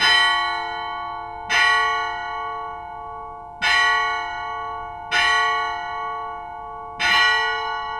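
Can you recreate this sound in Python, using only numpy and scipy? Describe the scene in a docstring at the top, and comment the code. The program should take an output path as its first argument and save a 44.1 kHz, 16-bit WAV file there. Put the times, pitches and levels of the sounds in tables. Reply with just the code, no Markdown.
"""A church bell rings out at once and swings on in uneven pairs of blows; on the last swing the clapper
bounces and hits twice. Each impact excites the bell's partials, close pairs that beat, and two short pings
bloom just after it. A clang reverberates in the belfry, and the jolted frame resonates with a thud.
Behind the bell lie a faint rumble of wind, a steady hiss and a low hum."""
import sys
import numpy as np
from scipy import signal
from scipy.fft import rfft, irfft, next_fast_len
from scipy.io import wavfile
from scipy.ndimage import map_coordinates

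SR = 44100
rng = np.random.default_rng(int(sys.argv[2]) if len(sys.argv) > 2 else 0)


def inscribe(sig):
    """Save sig as 16-bit PCM at rate SR to the path in sys.argv[1].

    A 1-D sig is mono; a 2-D sig holds one channel per row.
    Samples are clipped to [-1, 1] before scaling.
    """
    pcm = np.round(np.clip(np.atleast_2d(sig).T, -1, 1) * 32767)
    wavfile.write(sys.argv[1], SR, pcm.astype(np.int16))


N = 352359

# Partials of the bell, plus two short pings (1457 and 2230 Hz) that bloom just after each blow;
# the spot struck (0-2) sets each level and the signed share of its twin:
# pitch_hz, spot0_db, spot1_db, spot2_db, twin0_ratio, twin1_ratio, twin2_ratio,
# t60_s, rise_s, beat_hz, dip_s (a beat minimum for a positive twin, a maximum for a negative one)
BELL_TONES = [(339, -46, -40, -51, 0.12, 0.12, 0.12, 9.7, 0.025, 1.53, 0.27),
              (444, -38.5, -42, -34, 0.68, -0.6, 0.55, 11.48, 0.025, 1.52, 0.07),
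              (706.7, -28.5, -29, -32, 0.05, 0.05, 0.05, 12.0, 0.03, 1.39, 0.13),
              (856.8, -27, -26, -26, 0.12, 0.12, 0.12, 9.89, 0.025, 0.95, 0.03),
              (899, -28, -26, -28, 0.22, 0.25, 0.6, 7.48, 0.053, 3.53, 0.16),
              (1014, -35, -32, -32, 0.07, 0.07, 0.07, 7.29, 0.05, 0.9, 0.25),
              (1120.2, -22, -24, -22, 0.88, 0.85, -0.15, 5.51, 0.025, 1.47, 0.02),
              (1358, -37, -36, -39, 0.69, 0.85, 0.9, 3.25, 0.082, 1.81, 0.39),
              (1457, -9.5, -9.5, -20, 0, 0, 0, 0.25, 0.038, 1, 0),
              (1461, -24, -24, -24, 0.33, 0.4, -0.75, 3.69, 0.035, 4.35, 0.17),
              (1746, -30, -25, -35, 0.57, 0.5, -0.45, 2.06, 0.029, 3.97, 0.17),
              (1787, -22, -29, -37, 0.71, 0.71, 0.71, 0.64, 0.054, 5.1, 0.0),
              (1890, -19, -22, -29, 0.17, 0.3, -0.15, 1.7, 0.1, 4.42, 0.05),
              (1927.4, -11, -11, -13.5, 0.24, 0.2, 0.55, 1.72, 0.141, 1.4, 0.57),
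              (2071, -16, -18, -33, 0.25, 0.25, 0.25, 0.58, 0.13, 4.73, 0.01),
              (2209, -21.5, -21.5, -25, 0.27, 0.15, 0.25, 2.9, 0.081, 2.23, 0.24),
              (2230, -15, -15, -20, 0, 0, 0, 0.35, 0.08, 1, 0),
              (2380, -14, -15, -13, 0.09, 0.09, 0.09, 0.81, 0.141, 4.6, 0.01),
              (2618, -27, -30, -28, 0.47, 0.47, 0.47, 0.66, 0.048, 2.92, 0.16),
              (2795, -24, -26, -23, 0.71, 0.71, 0.71, 0.57, 0.049, 0.9, 0.33),
              (2839, -36, -34, -34, 0.77, 0.77, 0.77, 1.31, 0.043, 6.18, 0.16),
              (2919.5, -28, -34, -23, 0.18, 0.45, 0.1, 2.6, 0.056, 9.27, 0.09),
              (3005, -16, -18, -17, 0.84, 0.84, 0.84, 0.64, 0.102, 1.08, 0.09),
              (3038, -19, -18, -24, 0.14, 0.14, 0.14, 1.33, 0.094, 0.9, 0.36),
              (3067.5, -30, -20, -31, 0.27, 0.5, 0.55, 2.38, 0.041, 1.39, 0.59),
              (3164, -34, -32, -37, 0.54, 0.85, 0.55, 1.55, 0.07, 2.42, 0.27),
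              (3407, -51, -45, -46, 0.32, 0.32, 0.32, 1.81, 0.054, 3.6, 0.27),
              (3520, -38, -36, -34, 0.76, 0.76, 0.76, 0.83, 0.025, 0.9, 0.1),
              (3624, -28, -26, -32, 0.15, 0.15, 0.15, 0.71, 0.022, 2.92, 0.15),
              (3823, -40, -34, -48, 0.32, 0.32, 0.32, 1.4, 0.085, 2.66, 0.05),
              (4019, -32, -21, -31, 0.55, 0.15, 0.6, 2.13, 0.025, 3.42, 0.08),
              (4052, -27, -35, -26, 0.09, -0.2, 0.3, 1.74, 0.053, 2.07, 0.37),
              (4183, -45, -45, -45, 0.3, 0.3, 0.3, 1.44, 0.069, 3.66, 0.24),
              (4280, -53, -53, -45, 0.19, 0.19, 0.19, 1.73, 0.044, 4.92, 0.03),
              (4624, -52, -45, -53, 0.44, 0.44, 0.44, 1.89, 0.029, 0.9, 0.43),
              (4725, -43, -42, -45, 0.44, 0.44, 0.44, 1.32, 0.067, 6.44, 0.1),
              (4877, -45, -46, -51, 0.08, 0.08, 0.08, 1.52, 0.088, 3.59, 0.11),
              (5041, -30, -25, -39, 0.35, 0.35, 0.35, 0.88, 0.022, 1.65, 0.45),
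              (5295, -44, -42, -35, 0.14, 0.8, 0.55, 1.83, 0.04, 11.62, 0.01),
              (5529, -41, -37, -41, 0.22, 0.22, 0.22, 0.73, 0.054, 3.97, 0.1),
              (5852, -52, -47, -49, 0.55, 0.55, 0.55, 1.14, 0.099, 4.73, 0.13),
              (6108, -32, -37, -39, 0.27, 0.25, -0.3, 1.69, 0.022, 5.93, 0.14),
              (6632, -50, -44, -42, 0.2, 0.2, 0.2, 1.19, 0.04, 2.86, 0.35),
              (7222, -42, -39, -46, 0.7, 0.7, 0.5, 1.48, 0.052, 13.47, 0.0),
              (8010, -44, -43, -39, 0.19, 0.19, 0.19, 0.88, 0.068, 5.51, 0.08),
              (8355, -39, -35, -50, 0.3, 0.3, 0.2, 1.16, 0.102, 3.54, 0.1),
              (8972, -54, -48, -58, 0.66, 0.66, 0.66, 1.07, 0.056, 0.9, 0.48),
              (9502, -42, -38, -46, 0.35, 0.35, 0.35, 1.04, 0.055, 3.25, 0.1),
              (10175, -59, -47, -59, 0.41, 0.41, 0.41, 1.24, 0.03, 8.46, 0.1),
              (10621, -48, -47, -49, 0.17, 0.17, 0.17, 1.05, 0.065, 2.3, 0.26),
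              (10909, -51, -52, -60, 0.48, 0.48, 0.48, 1.08, 0.074, 0.9, 0.54),
              (11775, -53, -42, -44, 0.63, 0.63, 0.63, 0.62, 0.087, 3.42, 0.15),
              (12518, -60, -48, -54, 0.69, 0.69, 0.69, 0.61, 0.081, 3.24, 0.11)]
# Impacts of the clapper: start_s, spot_index, ring_db, clang_db, thud_db
CLAPPER_BLOWS = [(-2.12, 0, -0.5, -20, -20), (-0.006, 1, -0.2, 0.5, 4), (1.493, 0, 0.3, 0.5, 3),
                 (3.615, 0, 0.2, 0, 1), (5.111, 0, 0, -0.5, 1), (6.993, 0, -0.7, -1.2, 5),
                 (7.108, 2, 0, -2.2, 2)]
# Direct sound relative to the reverberant ring, for spots 0-2: level_db
DIRECT_BY_SPOT = [-20, -20, -7]
# Spectral envelope of the weak high partials: pitch_hz, level_db
SHIMMER_SPECTRUM = [(1500, -46), (2200, -42), (3400, -49), (5000, -50), (8000, -58), (12000, -63),
                    (13500, -74)]
# Spectral shape of the clang: frequency_hz, relative_db
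CLANG_SPECTRUM = [(120, -21), (300, -12), (520, -12), (750, -2), (1120, 0), (1350, -5), (1750, -1),
                  (2250, 0), (2550, -8), (2900, -2), (3400, -15), (5000, -19), (8000, -28), (15000, -49)]
# Decay times of the clang: frequency_hz, t60_s
CLANG_DECAY = [(200, .7), (1000, .36), (2000, .55), (3000, .58), (5000, .5), (13000, .38)]
# Resonances of the bell frame: centre_hz, width_hz, level_db, rise_s, t60_s
FRAME_MODES = [(68, 24, -40, .08, .8), (125, 35, -45, .05, .55), (198, 55, -38, .01, .22)]
# Steady background hiss, its top treble rolled off above about 11 kHz: frequency_hz, relative_db
HISS_SPECTRUM = [(10, -3), (25, 0), (60, -5), (130, -10), (250, -13), (500, -18), (1000, -25), (2000, -38),
                 (4000, -45), (10500, -46.5), (11800, -58), (15500, -68)]
# Spectral shape of the wind's rumble: frequency_hz, relative_db
WIND_SPECTRUM = [(8, -6), (25, 0), (55, -4), (120, -18), (400, -60), (1000, -120)]
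# Tones of the distant hum: pitch_hz, rms_db
HUM_TONES = [(66, -60), (99, -58), (167, -64)]


def bell_ring(scatter_db=.5, handover_s=.025, flutter_db=1.1, drift_cycles=.045, settle_s=1.3):
    """Beating: each blow starts close pairs of partials and two pings; the clapper damps the old ring."""
    out = np.zeros(N)
    sway = (wobble(7) + .3 * wobble(50)).astype(np.float32)  # slow waver plus a quick shiver
    ends = [blow[0] for blow in CLAPPER_BLOWS[1:]] + [N / SR]
    for (start, spot, ring_db, _, _), end in zip(CLAPPER_BLOWS, ends):
        spot = round(spot)
        span = np.arange(int((end - start + .15) * SR), dtype=np.float32) / SR
        ring = np.zeros(len(span))
        unsettled = 1 + 1.2 * fade(span, settle_s)  # the first echoes interfere most
        for hz, db0, db1, db2, twin0, twin1, twin2, t60, rise, beat_hz, dip_s in BELL_TONES:
            db, twin = [(db0, twin0), (db1, twin1), (db2, twin2)][spot]
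            t = span[:int(2 * t60 * SR)]
            # the swinging bell shifts its echoes, so level and phase waver, high partials most
            depth = (hz / 3000) ** .5  # scales flutter_db and drift_cycles
            level_sway, phase_sway = (depth * sway[k:k + len(t)] for k in rng.integers(N // 2, size=2))
            phase = 2 * np.pi * (hz * t + rng.random() + drift_cycles * phase_sway)
            pair = np.sin(phase) - twin * np.sin(phase + 2 * np.pi * beat_hz * (t - dip_s))
            flutter = flutter_db * unsettled[:len(t)] * level_sway
            gain = amp(db + scatter_db * rng.standard_normal() + flutter)
            ring[:len(t)] += gain * arrival(t, rise, DIRECT_BY_SPOT[spot]) * fade(t, t60) * pair
        damping = 1 - swell(np.maximum(span - (end - start), 0), handover_s)
        add(out, start, amp(ring_db) * ring * damping)
    return out


def bell_shimmer(count=110, low_hz=1700, high_hz=13200, t60_s=.85, rise_s=.045):
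    """Superposition: many weak high partials merge into a shimmer that dies soon after each blow."""
    out, t = np.zeros(N), np.arange(SR) / SR
    pitches = low_hz + (high_hz - low_hz) * (np.arange(count) + rng.random(count)) / count
    waves = np.sin(2 * np.pi * (pitches[:, None] * t + rng.random((count, 1))))
    for start, _, _, clang_db, _ in CLAPPER_BLOWS:
        gains = amp(along(SHIMMER_SPECTRUM, pitches) + clang_db) * rng.standard_normal(count)
        add(out, start, gains @ waves * swell(t, rise_s) * fade(t, t60_s))
    return out


def clapper_clang(gain_db=-15, rise_s=.036, direct_db=-15):
    """Impact excitation: a broadband crash, crowded about the partials, reverberates in the belfry."""
    out, t = np.zeros(N), np.arange(SR) / SR
    colour = lambda hz: amp(along(CLANG_SPECTRUM, hz)) * near_tones(hz)
    envelope = arrival(t, rise_s, direct_db)
    for start, _, _, clang_db, _ in CLAPPER_BLOWS:
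        add(out, start, amp(gain_db + clang_db) * envelope * burst(colour, CLANG_DECAY))
    return out


def frame_thud(lead_s=.016):
    """Damped resonance: the swing jolts the frame just before each blow; it knocks, then booms."""
    out, t = np.zeros(N), np.arange(SR) / SR
    for start, _, _, _, thud_db in CLAPPER_BLOWS:
        for centre_hz, width_hz, db, rise, t60 in FRAME_MODES:
            wood = noise(SR, lambda hz: resonance(hz - centre_hz, width_hz / 2))
            add(out, start - lead_s, amp(db + thud_db) * swell(t, rise) * fade(t, t60) * wood)
    return out


def background(hiss_db=-51, wind_db=-54.2, gust_db=1.2, eddy_db=2.4, waver_db=2.5, drift_cycles=.25):
    """Random modulation: slow gusts and quick eddies vary the wind over steady hiss; a far hum wavers."""
    wind_gain = amp(wind_db + gust_db * wobble(2.5) + eddy_db * wobble(7))
    wind = wind_gain * noise(N, lambda hz: amp(along(WIND_SPECTRUM, hz)))
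    hum = np.zeros(N)
    for pitch_hz, db in HUM_TONES:
        peak = np.sqrt(2) * amp(db + waver_db * wobble(2))
        hum += peak * np.sin(2 * np.pi * (pitch_hz * np.arange(N) / SR + drift_cycles * wobble(4)))
    hiss = amp(hiss_db) * noise(N, lambda hz: amp(along(HISS_SPECTRUM, hz)))
    return hiss + wind + hum


def arrival(t, rise_s, direct_db, direct_rise_s=.006):
    """Reverberant build-up: some sound comes straight, the rest gathers between the belfry walls."""
    reverberant = swell(t, rise_s)
    return reverberant + amp(direct_db) * swell(t, direct_rise_s) * (1 - reverberant)


def near_tones(hz, half_width_hz=30, gap_db=-12):
    """Resonant filtering: the gain peaks at every partial and ping, sinking towards gap_db between."""
    offset_hz = np.min(np.abs(hz[:, None] - np.array(BELL_TONES)[:, 0]), axis=1)
    return np.hypot(amp(gap_db), resonance(offset_hz, half_width_hz))


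def resonance(offset_hz, half_width_hz):
    """Resonance curve: gain 1 at the centre, one half at half_width_hz to either side."""
    return 1 / (1 + (offset_hz / half_width_hz) ** 2)


def burst(colour, decay_times):
    """Frequency-dependent damping: one second of coloured noise, each band dying at its own rate."""
    hz, t, bands = signal.stft(noise(SR, colour), SR, nperseg=512)
    decay = fade(t, along(decay_times, hz)[:, None])
    return signal.istft(bands * decay, SR, nperseg=512)[1][:SR]


def noise(length, response):
    """Spectral shaping: white noise times a frequency response, scaled to rms 1."""
    size = next_fast_len(length + 8192)
    white = rfft(rng.standard_normal(length), size)
    shaped = irfft(white * response(np.fft.rfftfreq(size, 1 / SR)), size)[:length]
    return shaped / np.sqrt(np.mean(shaped ** 2) + 1e-20)


def fade(t, t60_s):
    """Exponential decay: 60 dB in t60_s."""
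    return np.exp(-np.log(1000) * t / np.maximum(t60_s, .01))


def swell(t, rise_s):
    """Onset transient: a smooth rise from 0 to 1."""
    return 1 - np.exp(-(t / rise_s) ** 2)


def wobble(rate_hz):
    """Spline interpolation: a smooth curve through rate_hz random values a second."""
    knots = rng.standard_normal(int(N * rate_hz / SR) + 4)
    return map_coordinates(knots, [np.arange(N) * rate_hz / SR])


def along(points, hz):
    """Interpolation of (frequency_hz, value) points on a logarithmic frequency axis."""
    frequencies, values = np.transpose(points)
    return np.interp(np.log(hz + 1), np.log(frequencies + 1), values)


def amp(db):
    """The decibel law: level to amplitude ratio."""
    return np.exp(np.asarray(db) * np.log(10) / 20)


def add(track, start_s, sound):
    """Superposition: sound joins track at start_s, which may be negative."""
    start = round(start_s * SR)
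    part = sound[max(-start, 0):max(N - start, 0)]
    track[max(start, 0):][:len(part)] += part


def scene():
    """Superposition: the bell and its frame sum with the quiet background in one channel."""
    return (bell_ring() + bell_shimmer() + clapper_clang() + frame_thud() + background())[None]


def record(dry):
    """Band limiting: a steep low-pass removes the treble above 15400 Hz."""
    return signal.sosfilt(signal.ellip(10, .1, 90, 15400, fs=SR, output="sos"), dry)


dry = scene()
out = record(dry)
inscribe(out)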